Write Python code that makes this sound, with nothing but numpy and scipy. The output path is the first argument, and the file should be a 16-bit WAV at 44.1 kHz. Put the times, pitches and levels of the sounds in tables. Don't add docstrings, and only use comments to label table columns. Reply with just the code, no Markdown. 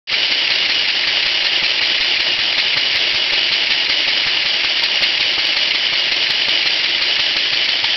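import sys
import numpy as np
from scipy import signal
from scipy.fft import rfft, irfft, next_fast_len
from scipy.io import wavfile
from scipy.ndimage import uniform_filter1d

SR = 44100
rng = np.random.default_rng(int(sys.argv[2]) if len(sys.argv) > 2 else 0)


def log_audio(samples):
    frames = np.atleast_2d(samples).T
    limited = np.clip(frames, -1, 1)
    pcm = np.round(limited * 32767).astype(np.int16)
    wavfile.write(sys.argv[1], SR, pcm)


N = 351036
TIME = np.arange(N) / SR

# pitch in Hz, average level in dB.
MOTOR_TONES = [(140, -66), (854, -52.5), (980, -52), (1019, -60.5), (1241, -56.5), (1368, -52),
               (2851, -41.5), (4124, -47)]
# time in seconds, turns a minute.
FLYWHEEL_SPEED = [(0, 159.7), (0.7, 157.4), (1.4, 161.4), (2.2, 157.2), (3, 160.0), (4.9, 159.7),
                  (5.4, 168.3), (6, 160.3), (6.7, 169.5), (7.05, 166.7), (7.96, 205.6)]
# relative levels of puff, thump and clack in dB.
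PORT_LEVELS = [(-17, -47.5, -31), (-15.5, -52, -32.5)]
# rough time in seconds, change of thump in dB, change of clack in dB.
HEAVY_STROKES = [(1.07, 4, 2), (1.63, 4.5, 1.5), (2.01, 1, 0), (2.77, 1, 4), (2.95, 6, -6.5),
                 (3.15, 4, -0.5), (3.33, 0.5, 5), (3.71, 6, 3.5), (4.08, 3, 4), (4.27, 5, 1),
                 (5.02, 6, -0.5), (5.21, 8, 2), (5.38, -3, 3.5), (6.48, 7.5, 2), (7.19, 5, -0.5),
                 (7.53, 1, 0)]
# pitch in Hz, relative level in dB, seconds to fade by 60 dB.
HOUSING_RINGS = [(353, -12, 0.042), (576, -5, 0.056), (780, -8.5, .014), (886, 2, 0.019), (1190, 2, 0.017),
                 (1300, -9, 0.019), (2050, -7.5, .012)]
# start in seconds, pitch in Hz, peak level in dB.
HOUSING_KNOCKS = [(4.826, 925, -23), (7.84, 898, -18.5)]
# time in seconds, peak level in dB before clipping.
OVERLOAD_TICKS = [(1.556, -0.5), (2.959, -1.5), (3.531, 0.5), (4.838, 1), (5.034, 0.5), (5.47, 0),
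                  (6.308, -2.5), (6.494, 0), (7.204, 0), (7.69, -0.5), (7.846, 0)]
# frequency in Hz, relative level in dB.
PUFF_SPECTRUM = [(100, -29.5), (1300, -10.5), (2100, 1), (3400, 1), (3900, 0.5), (4550, 4.5), (5300, -5.5),
                 (6000, -19)]
# frequency in Hz, relative level in dB.
HISS_SPECTRUM = [(700, -26.5), (1200, -20.5), (1460, -13.5), (1680, -6), (2120, -1.2), (2600, -0.56),
                 (3400, 0.46), (3880, -4.5), (4130, -2.5), (4380, -2.5), (4800, 0.1), (5120, -7),
                 (5450, -6.5), (5900, -23)]
# frequency in Hz, relative level in dB.
ROAR_SPECTRUM = [(20, -14), (90, -20), (140, -7.5), (240, -6), (325, 3), (500, -1.5), (580, 2), (720, 0),
                 (880, 1), (1130, -3.5), (1380, -4), (2200, -14.5)]
# pitch in Hz, width in Hz, relative level in dB.
SLIT_RINGS = [(1815, 140, -35), (2206, 450, -23.5), (2670, 890, -23), (4120, 260, -26.5)]
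# time in seconds, gain in dB.
FADE_IN = [(.07, -97), (.073, -15), (.087, -12), (.1, -2), (.125, 0)]


def amp(db):
    return 10 ** (np.asarray(db) / 20)


def unit_level(x):
    return x / np.sqrt(np.mean(x ** 2) + 1e-20)


def noise(gain):
    size = next_fast_len(N)
    spectrum = rfft(rng.standard_normal(size)) * gain(np.fft.rfftfreq(size, 1 / SR))
    return unit_level(irfft(spectrum, size)[:N])


def coloured(points):
    hz, db = np.transpose(points)
    return noise(lambda f: amp(np.interp(np.log(f + 1), np.log(hz), db)))


def wander(rate_hz):
    return noise(lambda f: 1 / (1 + (f / rate_hz) ** 2))


def blown(rings):
    def gain(f):
        return np.sqrt(sum(amp(db) ** 2 / width / (1 + ((f - hz) / width * 2) ** 2) ** 2
                           for hz, width, db in rings))
    return noise(gain) * np.linalg.norm([amp(db) for _, _, db in rings])


def breathy_tone(hz, width_hz):
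    spin = np.exp(2j * np.pi * np.cumsum(hz) / SR)
    pole = np.exp(-np.pi * width_hz / SR)
    smoothed = signal.lfilter([1], np.poly([pole, pole]), rng.standard_normal(N) / spin)
    return unit_level((spin * smoothed).real)


def clicks(times, sizes):
    out = np.zeros(N)
    np.add.at(out, np.clip(np.round(times * SR).astype(int), 0, N - 1), sizes)
    return out


def low_pass(x, edge_hz, taps):
    return signal.oaconvolve(x, signal.firwin(taps, edge_hz, window=("kaiser", 9), fs=SR), "same")


def flywheel(first_change=.66):
    rpm = np.interp(TIME, *np.transpose(FLYWHEEL_SPEED))
    done = np.cumsum(2 * rpm / 60) / SR - first_change
    return done, rpm / np.median(rpm) - 1


def port_changes(spread_db=(.8, 1.9, 1.9)):
    done, _ = flywheel()
    count = np.arange(int(done[-1]) + 1)
    times = np.interp(count, done, TIME)
    levels = np.array(PORT_LEVELS)[count % 2] + rng.standard_normal((len(count), 3)) * spread_db
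    for at, thump_db, clack_db in HEAVY_STROKES:
        levels[np.argmin(abs(times - at)), 1:] += thump_db, clack_db
    return np.column_stack([times, levels])


def passing(position, at, width):
    return np.exp(-.5 * (((position - at + .5) % 1 - .5) / width) ** 2)


def room(x, echo_db=-15, fade_s=0.13, echoes_per_s=2000):
    t = TIME[:SR // 2]
    echoes = rng.standard_normal(len(t)) * (rng.random(len(t)) < echoes_per_s / SR)
    echoes *= (t > .004) * amp(-60 * t / fade_s)
    return x + amp(echo_db) * signal.oaconvolve(x, echoes / np.linalg.norm(echoes))[:N]


def motor(waver=0.003037):
    clock = np.cumsum(1 + waver * wander(6.29)) / SR
    return sum(np.sqrt(2) * amp(db) * np.sin(2 * np.pi * (hz * clock + rng.random()))
               for hz, db in MOTOR_TONES)


def hose_gusts(changes, boost_db=5, lag_s=.002, top_hz=260, knee_hz=18):
    times, _, thump_db, _ = changes.T
    gust = signal.windows.gaussian(SR // 10 + 1, .0075 * SR)
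    swell = signal.oaconvolve(clicks(times + lag_s, amp(thump_db + boost_db)), gust, "same")
    return swell * noise(lambda f: 1 / (1 + (f / top_hz) ** 4) / np.sqrt(1 + f / knee_hz))


def housing_knocks(swell_s=0.0033):
    out = np.zeros(N)
    for start, hz, db in HOUSING_KNOCKS:
        age = np.clip(TIME - start, 0, .2)
        swell = (age / swell_s * np.exp(1 - age / swell_s)) ** 2
        out += amp(db) * swell * np.sin(2 * np.pi * hz * age)
    return out


def overload_ticks(hz=3500, decay_s=.00025):
    times, db = np.transpose(OVERLOAD_TICKS)
    t = np.arange(-SR // 200, SR // 200) / SR
    tick = np.exp(-abs(t) / decay_s) * np.cos(2 * np.pi * hz * t)
    return signal.oaconvolve(clicks(times, amp(db)), tick, "same")


def linkage(changes, push_s=0.00027, rattles_per_s=70):
    starts, _, thump_db, clack_db = changes.T[:, :, None]
    times = starts + np.array([-.007, .002, .008]) + .0022 * rng.standard_normal((len(starts), 3))
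    rattle = (rng.random(N) < rattles_per_s / SR) * rng.standard_normal(N)
    t = TIME[:SR // 10]
    push = t / push_s * np.exp(1 - t / push_s)
    ring = sum(amp(db - 60 * t / fade_s) * np.sin(2 * np.pi * hz * t)
               for hz, db, fade_s in HOUSING_RINGS)
    thumps = clicks(times, np.array([.4, 1, .7]) * amp(thump_db + 1)) + amp(-46) * rattle
    clacks = clicks(times, np.array([.5, 1, .5]) * amp(clack_db + 3)) + amp(-49) * rattle
    return (signal.oaconvolve(thumps, push) + signal.oaconvolve(clacks, ring))[:N]


def puffs(changes, boost_db=0.5, lead_s=0.0011, rise_s=.007):
    swell = np.zeros(N)
    for start, db, _, _ in changes:
        near = slice(int((start - .01) * SR), int((start + .06) * SR))
        age = np.maximum(TIME[near] - start + lead_s, 0) / rise_s
        swell[near] += amp(db + boost_db) * (age * np.exp(1 - age)) ** 2
    return swell * coloured(PUFF_SPECTRUM)


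def cylinder_ring(position, hz=4180, width_hz=270, level_db=-27, uneven_db=2):
    just_opened = np.exp(-.5 * ((position - .115) / .045) ** 2)
    return blown([(hz, width_hz, level_db)]) * just_opened * amp(uneven_db * wander(3.6))


def port_whistle(position, haste, hz=2935, hollow_hz=640, sag=0.035, arch=0.091, climb=0.15):
    from_middle = position - .5
    bend = 1 - sag * from_middle - arch * from_middle ** 2 + climb * haste + .007 * wander(14)
    tone = breathy_tone(hz * bend, width_hz=200)
    loudness = np.sqrt(abs(uniform_filter1d(tone ** 2, size=SR // 30)) + 1e-9)
    steady = unit_level(tone / loudness ** .6)
    hollow = breathy_tone(hollow_hz * bend, width_hz=180)
    return amp(-23) * steady + amp(-43) * hollow


def airflow(hiss_db=-18, roar_db=-32, flutter_db=1.49, sway_db=0.32):
    done, haste = flywheel()
    position = done % 1
    shut = passing(position, at=-.074, width=.029)
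    half_open = passing(position, at=-.14, width=.055) + passing(position, at=.11, width=.055)
    wide_open = np.sin(np.pi * position) ** 2
    hiss = coloured(HISS_SPECTRUM) * amp(hiss_db - 4.5 * shut - half_open)
    roar = coloured(ROAR_SPECTRUM) * amp(roar_db - 5 * half_open - 9 * haste)
    whistle = port_whistle(position, haste) * amp(-1.5 + 3 * wide_open - 6 * half_open - 2 * shut)
    rasp = blown(SLIT_RINGS) * half_open * amp(.1 - 22 * haste)
    air = hiss + roar + whistle + rasp + cylinder_ring(position)
    return air * amp(flutter_db * wander(170) + sway_db * wander(25))


def scene():
    changes = port_changes()
    air = airflow() + puffs(changes) + hose_gusts(changes)
    parts = linkage(changes) + housing_knocks()
    return room(air + parts + overload_ticks() + motor())[None]


def record(dry, round_at=.78, clip_at=.71):
    fade = amp(np.interp(TIME, *np.transpose(FADE_IN))) * (TIME > FADE_IN[0][0])
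    heard = dry[0] * fade
    rounded = heard / (1 + (heard / round_at) ** 4) ** .25
    dulled = low_pass(rounded, edge_hz=6000, taps=221)
    clipped = np.clip(dulled, -clip_at, clip_at)
    return low_pass(clipped, edge_hz=15870, taps=511)[None]


dry = scene()
out = record(dry)
log_audio(out)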